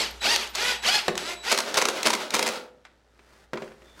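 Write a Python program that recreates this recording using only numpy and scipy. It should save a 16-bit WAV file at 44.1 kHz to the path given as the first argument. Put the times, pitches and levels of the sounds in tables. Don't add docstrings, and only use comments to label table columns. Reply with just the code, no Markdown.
import sys
import numpy as np
from scipy import signal
from scipy.fft import rfft, irfft
from scipy.io import wavfile
from scipy.ndimage import uniform_filter1d

SR = 44100
rng = np.random.default_rng(int(sys.argv[2]) if len(sys.argv) > 2 else 0)


def inscribe(sig):
    pcm = np.round(np.clip(np.atleast_2d(sig).T, -1, 1) * 32767)
    wavfile.write(sys.argv[1], SR, pcm.astype(np.int16))


N = 176400
T = np.arange(N) / SR

# time in seconds, gear mesh rate in Hz, level in dB.
TRIGGER_PULLS = [
    [(0, 1111, -23.5), (.02, 1067, -25.5), (.07, 701, -36), (.13, 348.4, -47.5), (.19, 197.5, -49)],
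    [(.208, 199.4, -51), (.216, 343.8, -35.5), (.26, 682.5, -21), (.28, 821, -23.5), (.296, 900, -24),
     (.33, 951, -21.5), (.352, 916, -23.5), (.372, 740, -34), (.425, 562, -30), (.53, 251, -52.5)],
    [(.55, 249.4, -35), (.59, 411, -28.5), (.62, 465, -26), (.66, 498.2, -25.5), (.705, 499.5, -24.5),
     (.73, 473, -28), (.76, 429, -36), (.815, 300, -59)],
    [(.828, 331.5, -35), (.86, 540, -25), (.886, 715.5, -18.5), (.907, 800.3, -26.5), (.922, 823, -24.5),
     (.937, 844, -24.5), (.957, 856, -20.5), (.974, 843.5, -26), (.992, 679, -27), (1.03, 474.5, -40.5),
     (1.07, 339.5, -35.5), (1.15, 200, -59.5)],
    [(1.18, 252.6, -34), (1.25, 319.5, -37), (1.3, 348.5, -31), (1.335, 348.7, -35), (1.375, 349.2, -54),
     (1.422, 346.3, -53)],
    [(1.44, 279.4, -36), (1.472, 440, -29), (1.49, 500, -28), (1.51, 521, -23), (1.555, 400, -36),
     (1.64, 381, -41.5), (1.69, 358.7, -33.5), (1.738, 249, -40.5)],
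    [(1.75, 276, -30.5), (1.772, 477.6, -29), (1.81, 420, -34), (1.92, 400, -42), (1.97, 373, -33),
     (2.025, 251.7, -38)],
    [(2.038, 278.9, -38.5), (2.06, 475.6, -25), (2.09, 420, -36.5), (2.18, 400.5, -42.5),
     (2.22, 372.2, -33.5), (2.298, 200, -48.5)],
    [(2.315, 282.3, -42), (2.34, 478.5, -34), (2.41, 419.7, -34.5), (2.52, 400, -38.5), (2.565, 346.5, -39),
     (2.63, 219.3, -55), (2.72, 99.7, -75)],
]
# multiple of the mesh rate, level in dB.
GEAR_HARMONICS = [(1, 0), (2, 1), (3, -0.5), (4, 2.5), (5, 0), (6, 0.5), (7, -1.5), (8, -6), (10, -4)]
# start in seconds, end in seconds, level in dB.
WHINE_SPANS = [(0.207, 0.264, -39.5), (0.541, .88, -47.5), (1.154, 1.48, -48)]
# multiple of the whine's pitch, level in dB.
WHINE_HARMONICS = [(1, 4), (2, -1), (3, -37)]
# start in seconds, length in seconds, starting pitch in Hz, level in dB.
SCREW_SQUEAKS = [(0.107, 0.009, 12700, -45), (0.487, .036, 13400, -50.5)]
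# start in seconds, clack level in dB, thud level in dB.
BED_KNOCKS = [(1.078, -35, -44), (1.081, -17, -14.5), (1.093, -34, -23.5), (1.144, -46, -28.5),
              (2.845, -57, -67), (2.851, -40, -74.5), (2.866, -50.5, -68.5), (3.192, -50, -51),
              (3.533, -27, -20), (3.556, -41, -26.5), (3.573, -30.5, -36), (3.6209, -35.5, -25),
              (3.677, -45, -41), (3.718, -49.5, -43), (3.819, -51.5, -46)]
# frequency in Hz, level in dB, seconds to fall by 60 dB.
BED_MODES = [(228.6, -3, 0.26), (324.3, -5, 0.13), (366, 3, 0.19), (403, 7, 0.14), (498, 0.5, 0.49),
             (536.2, 5, 0.22), (610, -3, 0.17), (859, -7.5, 0.089), (959.6, -10.5, 0.12),
             (1137, -10.5, 0.061), (1230, -1.5, 0.11), (1370, -2, 0.096)]
# frequency in Hz, seconds to fall by 60 dB.
ROOM_DECAY = [(100, 0.61), (500, 0.56), (2000, 0.37), (6000, 0.26), (16000, 0.32)]

# start in seconds, level in dB.
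CLUTCH_SNAPS = [(1.515, 0.5), (1.518, 2.5), (1.525, 5), (1.533, -24), (1.546, -6.5), (1.576, -0.5),
                (1.586, 1.5), (1.603, -2), (1.771, -0.5), (1.7745, 2), (1.778, 1), (1.785, -0.5),
                (1.797, -9.5), (1.815, -1), (1.8215, -0.5), (1.8535, 1.5), (1.8855, 1), (1.898, -10.5),
                (2.055, -2.5), (2.062, 1.5), (2.0695, 5.5), (2.081, -4.5), (2.097, -8), (2.103, 0),
                (2.131, -5), (2.1355, 0), (2.139, -12), (2.15, -4.5), (2.339, -1.5), (2.3435, 2),
                (2.351, 1.5), (2.358, -9.5), (2.365, -6), (2.386, -10), (2.392, -0.5), (2.403, -18),
                (2.4265, 1), (2.462, -6.5), (2.467, -3), (2.476, -2.5), (2.488, -6)]
BRIGHT_CLICKS = [(.361, -11.5), (.474, -30), (.551, -22), (.555, -17), (1.081, -19), (1.154, -25.5),
                 (1.1775, -18), (1.7425, -15.5), (2.0305, -14), (2.3052, -19.5), (2.851, -54)]

# time in seconds, level in dB.
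BED_COUPLING = [(0, -12.5), (1, -23), (1.25, -8.5), (1.48, -23.5), (1.6, -1), (2.3, -0.5), (2.6, 2.5)]
SLIDE_LEVEL = [(3.05, -78.5), (3.22, -64), (3.34, -58.5), (3.44, -59), (3.48, -80), (3.62, -51.5),
               (3.68, -56), (3.77, -63), (3.85, -57.5), (3.95, -59.5), (4, -47)]
HUM_LEVEL = [(0, -56), (.14, -48), (.4, -55), (.88, -53), (1, -61), (1.47, -58), (1.58, -80), (1.75, -69),
             (1.9, -77), (2.7, -71.5), (3.5, -61.5), (3.7, -69), (3.85, -58), (4, -62)]

# frequency in Hz, relative level in dB.
HOUSING_SPECTRUM = [(100, -27), (380, -4.5), (540, -6.5), (720, -1.5), (930, -3), (1120, -7.5), (1400, 0),
                    (1900, 0), (2700, -1), (3300, 1.5), (3900, -5.5), (4600, 7.5), (5200, 0.5), (5900, -8),
                    (8000, -5), (16000, -24)]
RATTLE_SPECTRUM = [(60, -26.5), (160, -17), (230, -3), (290, -23), (380, -1.5), (580, -13), (700, -4.5),
                   (920, -1), (1100, -6), (1500, -2), (2400, 2), (3400, 2), (4900, 0), (6000, -3),
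                   (9000, -12), (12500, -16.5), (16000, -34)]
SHEET_SPECTRUM = [(60, -35), (120, -18.5), (220, -4.5), (330, 1), (520, 1.5), (620, 2), (740, -2),
                  (940, 0.5), (1120, -7.5), (1370, 0.5), (2000, -10), (3200, -13.5), (8000, -28)]
SNAP_SPECTRUM = [(60, -50.5), (160, -12.5), (400, -18), (720, 5), (950, 9), (1500, -0.5), (2300, 5),
                 (3200, -1), (4500, 1), (6500, 0), (9000, -8), (12000, -13.5), (16000, -26.5)]
CLICK_SPECTRUM = [(100, -18.5), (600, -4), (2000, 5), (4500, 6), (7000, 2), (11000, -8.5), (16000, -21)]
CLACK_SPECTRUM = [(100, -10.5), (400, -22), (680, 3.5), (1000, 4.5), (1300, 4), (2600, 1.5), (3500, -6.5),
                  (4500, -9), (7500, -16.5), (10000, -28), (16000, -44)]
THUD_SPECTRUM = [(40, -43.5), (110, -21), (200, -6), (290, -0.5), (370, 4), (480, -11.5), (630, 1),
                 (850, -12), (1500, -23.5), (5000, -46)]
FLEX_SPECTRUM = [(50, -38), (110, -9), (165, 4), (220, 0), (290, -11.5), (420, 0.5), (600, -5.5),
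                 (900, -17.5), (3000, -41.5)]
SLIDE_SPECTRUM = [(100, -2), (300, 0.5), (800, -3), (1700, -1), (2700, -9), (4500, -10), (8000, -15.5),
                  (16000, -28.5)]
AIR_SPECTRUM = [(15, -43), (25, -7.5), (63, -11.5), (108, -5), (516, -6), (1190, -18), (1740, -13.5),
                (2480, -25.5), (7310, -31.5), (16000, -47.5)]


def gears(jitter=0.00787, flicker_db=4.5, full_throttle_db=-21, tight_s=1.54):
    throttle = [row for pull in TRIGGER_PULLS for row in pull]
    level_db = curve(throttle, column=2)
    mesh_cycles = np.cumsum(curve(throttle) * (1 + jitter * drift(rate_hz=66))) / SR
    tones = np.zeros(N)
    for multiple, db in GEAR_HARMONICS:
        gain = amp(db + flicker_db * drift(rate_hz=110))
        tones += gain * np.sin(2 * np.pi * (multiple * mesh_cycles + rng.random()))
    teeth = 1 + 0.44 * np.cos(2 * np.pi * mesh_cycles)
    rattle = unit(rng.standard_normal(N) * teeth * amp(2 * drift(rate_hz=790)))
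    tone_db = -3 + 0.2 * np.minimum(level_db - full_throttle_db, 0) - 1 * (T > tight_s)
    whir = amp(tone_db) * unit(colour(tones, HOUSING_SPECTRUM))
    whir += amp(-2.5) * unit(colour(rattle, RATTLE_SPECTRUM))
    shake = amp(level_db + curve(BED_COUPLING)) * rattle
    return amp(level_db) * whir + colour(shake, SHEET_SPECTRUM) + amp(-7) * bed(shake)


def clutch(rise_s=0.00047):
    snaps = bursts(CLUTCH_SNAPS, fall_s=0.0036, rise_s=rise_s)
    boom = colour(bursts(CLUTCH_SNAPS, fall_s=0.006, rise_s=rise_s), SHEET_SPECTRUM)
    return amp(-14) * (colour(snaps, SNAP_SPECTRUM) + amp(-11.5) * boom + amp(-9.5) * bed(snaps))


def clicks():
    return colour(bursts(BRIGHT_CLICKS, fall_s=0.0023), CLICK_SPECTRUM)


def controller(pitch_hz=3920):
    gate = sum(amp(db) * ((T > start) & (T < end)) for start, end, db in WHINE_SPANS)
    whine = sum(amp(db + 1.5 * drift(rate_hz=20)) * np.sin(2 * np.pi * multiple * pitch_hz * T)
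                for multiple, db in WHINE_HARMONICS)
    return uniform_filter1d(gate, size=300) * unit(whine)


def squeaks(rise_hz_per_s=36000):
    whistles = np.zeros(N)
    for start, length, hz, db in SCREW_SQUEAKS:
        t = np.clip(T - start, 0, length)
        pitch = hz * (1 + 0.008 * drift(rate_hz=412)) + rise_hz_per_s * t
        whistles += amp(db) * np.sin(np.pi * t / length) * np.sin(2 * np.pi * np.cumsum(pitch) / SR)
    return whistles


def knocks():
    clacks = [(start, db) for start, db, _ in BED_KNOCKS]
    blows = [(start, db) for start, _, db in BED_KNOCKS]
    flexes = [(start, 2 * db + 5.5) for start, db in blows]
    clack = colour(bursts(clacks, fall_s=0.0068), CLACK_SPECTRUM)
    chatter = amp(-9) * bursts(blows, fall_s=0.0035)
    thud = colour(pushes(blows) + chatter, THUD_SPECTRUM)
    boom = colour(bursts(flexes, fall_s=0.013), FLEX_SPECTRUM)
    return clack + amp(-5) * thud + amp(-17) * bed(thud) + boom


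def bed(force):
    t = T[:SR // 2]
    modes = sum(amp(db - 60 * t / t60) * np.sin(2 * np.pi * (hz * t + rng.random()))
                for hz, db, t60 in BED_MODES)
    return ring(force, modes)


def hand(rasp_hz=3520, rasp_start_s=3.82, swell_s=0.023):
    friction = rng.standard_normal(N) * amp(1.5 * drift(rate_hz=160))
    rub = amp(curve(SLIDE_LEVEL)) * unit(colour(friction, SLIDE_SPECTRUM))
    rasp = unit(drift(rate_hz=160) * np.sin(2 * np.pi * rasp_hz * T))
    swell = np.clip((T - rasp_start_s) / swell_s, 0, 1)
    return rub + amp(-66) * swell * rasp


def workshop(direct, tail_db=-9, build_s=0.012):
    hz, seconds, spectrum = signal.stft(rng.standard_normal(SR), SR, nperseg=256)
    decay = amp(-60 * seconds / at_frequency(ROOM_DECAY, hz)[:, None])
    tail = signal.istft(spectrum * decay, SR, nperseg=256)[1]
    tail *= np.minimum(T[:len(tail)] / build_s, 1)
    return direct + amp(tail_db) * ring(direct, tail)


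def room_tone(hum_hz=59.1, air_db=-66.5):
    hum = unit(np.sin(2 * np.pi * hum_hz * T) * (1 + 0.14 * drift(rate_hz=35)))
    air = unit(colour(rng.standard_normal(N), AIR_SPECTRUM))
    return amp(curve(HUM_LEVEL)) * hum + amp(air_db) * air


def bursts(rows, fall_s, rise_s=0.00021):
    power = np.zeros(N)
    t = T[:SR // 10]
    shape = (1 - np.exp(-t / rise_s)) * np.exp(-t / fall_s)
    for start, db in rows:
        span = power[round(start * SR):][:len(t)]
        span += (amp(db) * shape[:len(span)]) ** 2
    return np.sqrt(power) * rng.standard_normal(N)


def pushes(rows, length_s=0.0025):
    impulses = np.zeros(N)
    for start, db in rows:
        impulses[round(start * SR)] = amp(db) * np.sqrt(length_s * SR)
    return impulses


def drift(rate_hz):
    rolloff = 1 + (np.fft.rfftfreq(N, 1 / SR) / rate_hz) ** 4
    return unit(irfft(rfft(rng.standard_normal(N)) / rolloff, N))


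def colour(x, spectrum, size=4096):
    hz = abs(np.fft.fftfreq(size, 1 / SR))
    log_gain = np.log(amp(at_frequency(spectrum, hz)))
    response = np.fft.ifft(np.exp(np.conj(signal.hilbert(log_gain)))).real
    return ring(x, response[:size // 2])


def ring(x, response):
    return signal.fftconvolve(x, response / np.linalg.norm(response))[:N]


def curve(points, column=1):
    rows = np.array(points, float)
    return np.interp(T, rows[:, 0], rows[:, column])


def at_frequency(points, hz):
    frequencies, values = np.transpose(points)
    return np.interp(np.log(hz + 1), np.log(frequencies), values)


def amp(db):
    return 10 ** (np.asarray(db) / 20)


def unit(x):
    return x / np.sqrt(np.mean(x ** 2) + 1e-20)


def scene():
    work = gears() + clutch() + clicks() + knocks() + hand() + squeaks()
    mono = workshop(work) + controller() + room_tone()
    return np.array([mono, mono])


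def record(dry, ceiling=0.54, cutoff_hz=16200):
    rounded = dry / (1 + (dry / ceiling) ** 4) ** (1 / 4)
    lowpass = signal.firwin(511, cutoff_hz, window=("kaiser", 9), fs=SR)
    return signal.oaconvolve(rounded, lowpass[None], "same")


dry = scene()
out = record(dry)
inscribe(out)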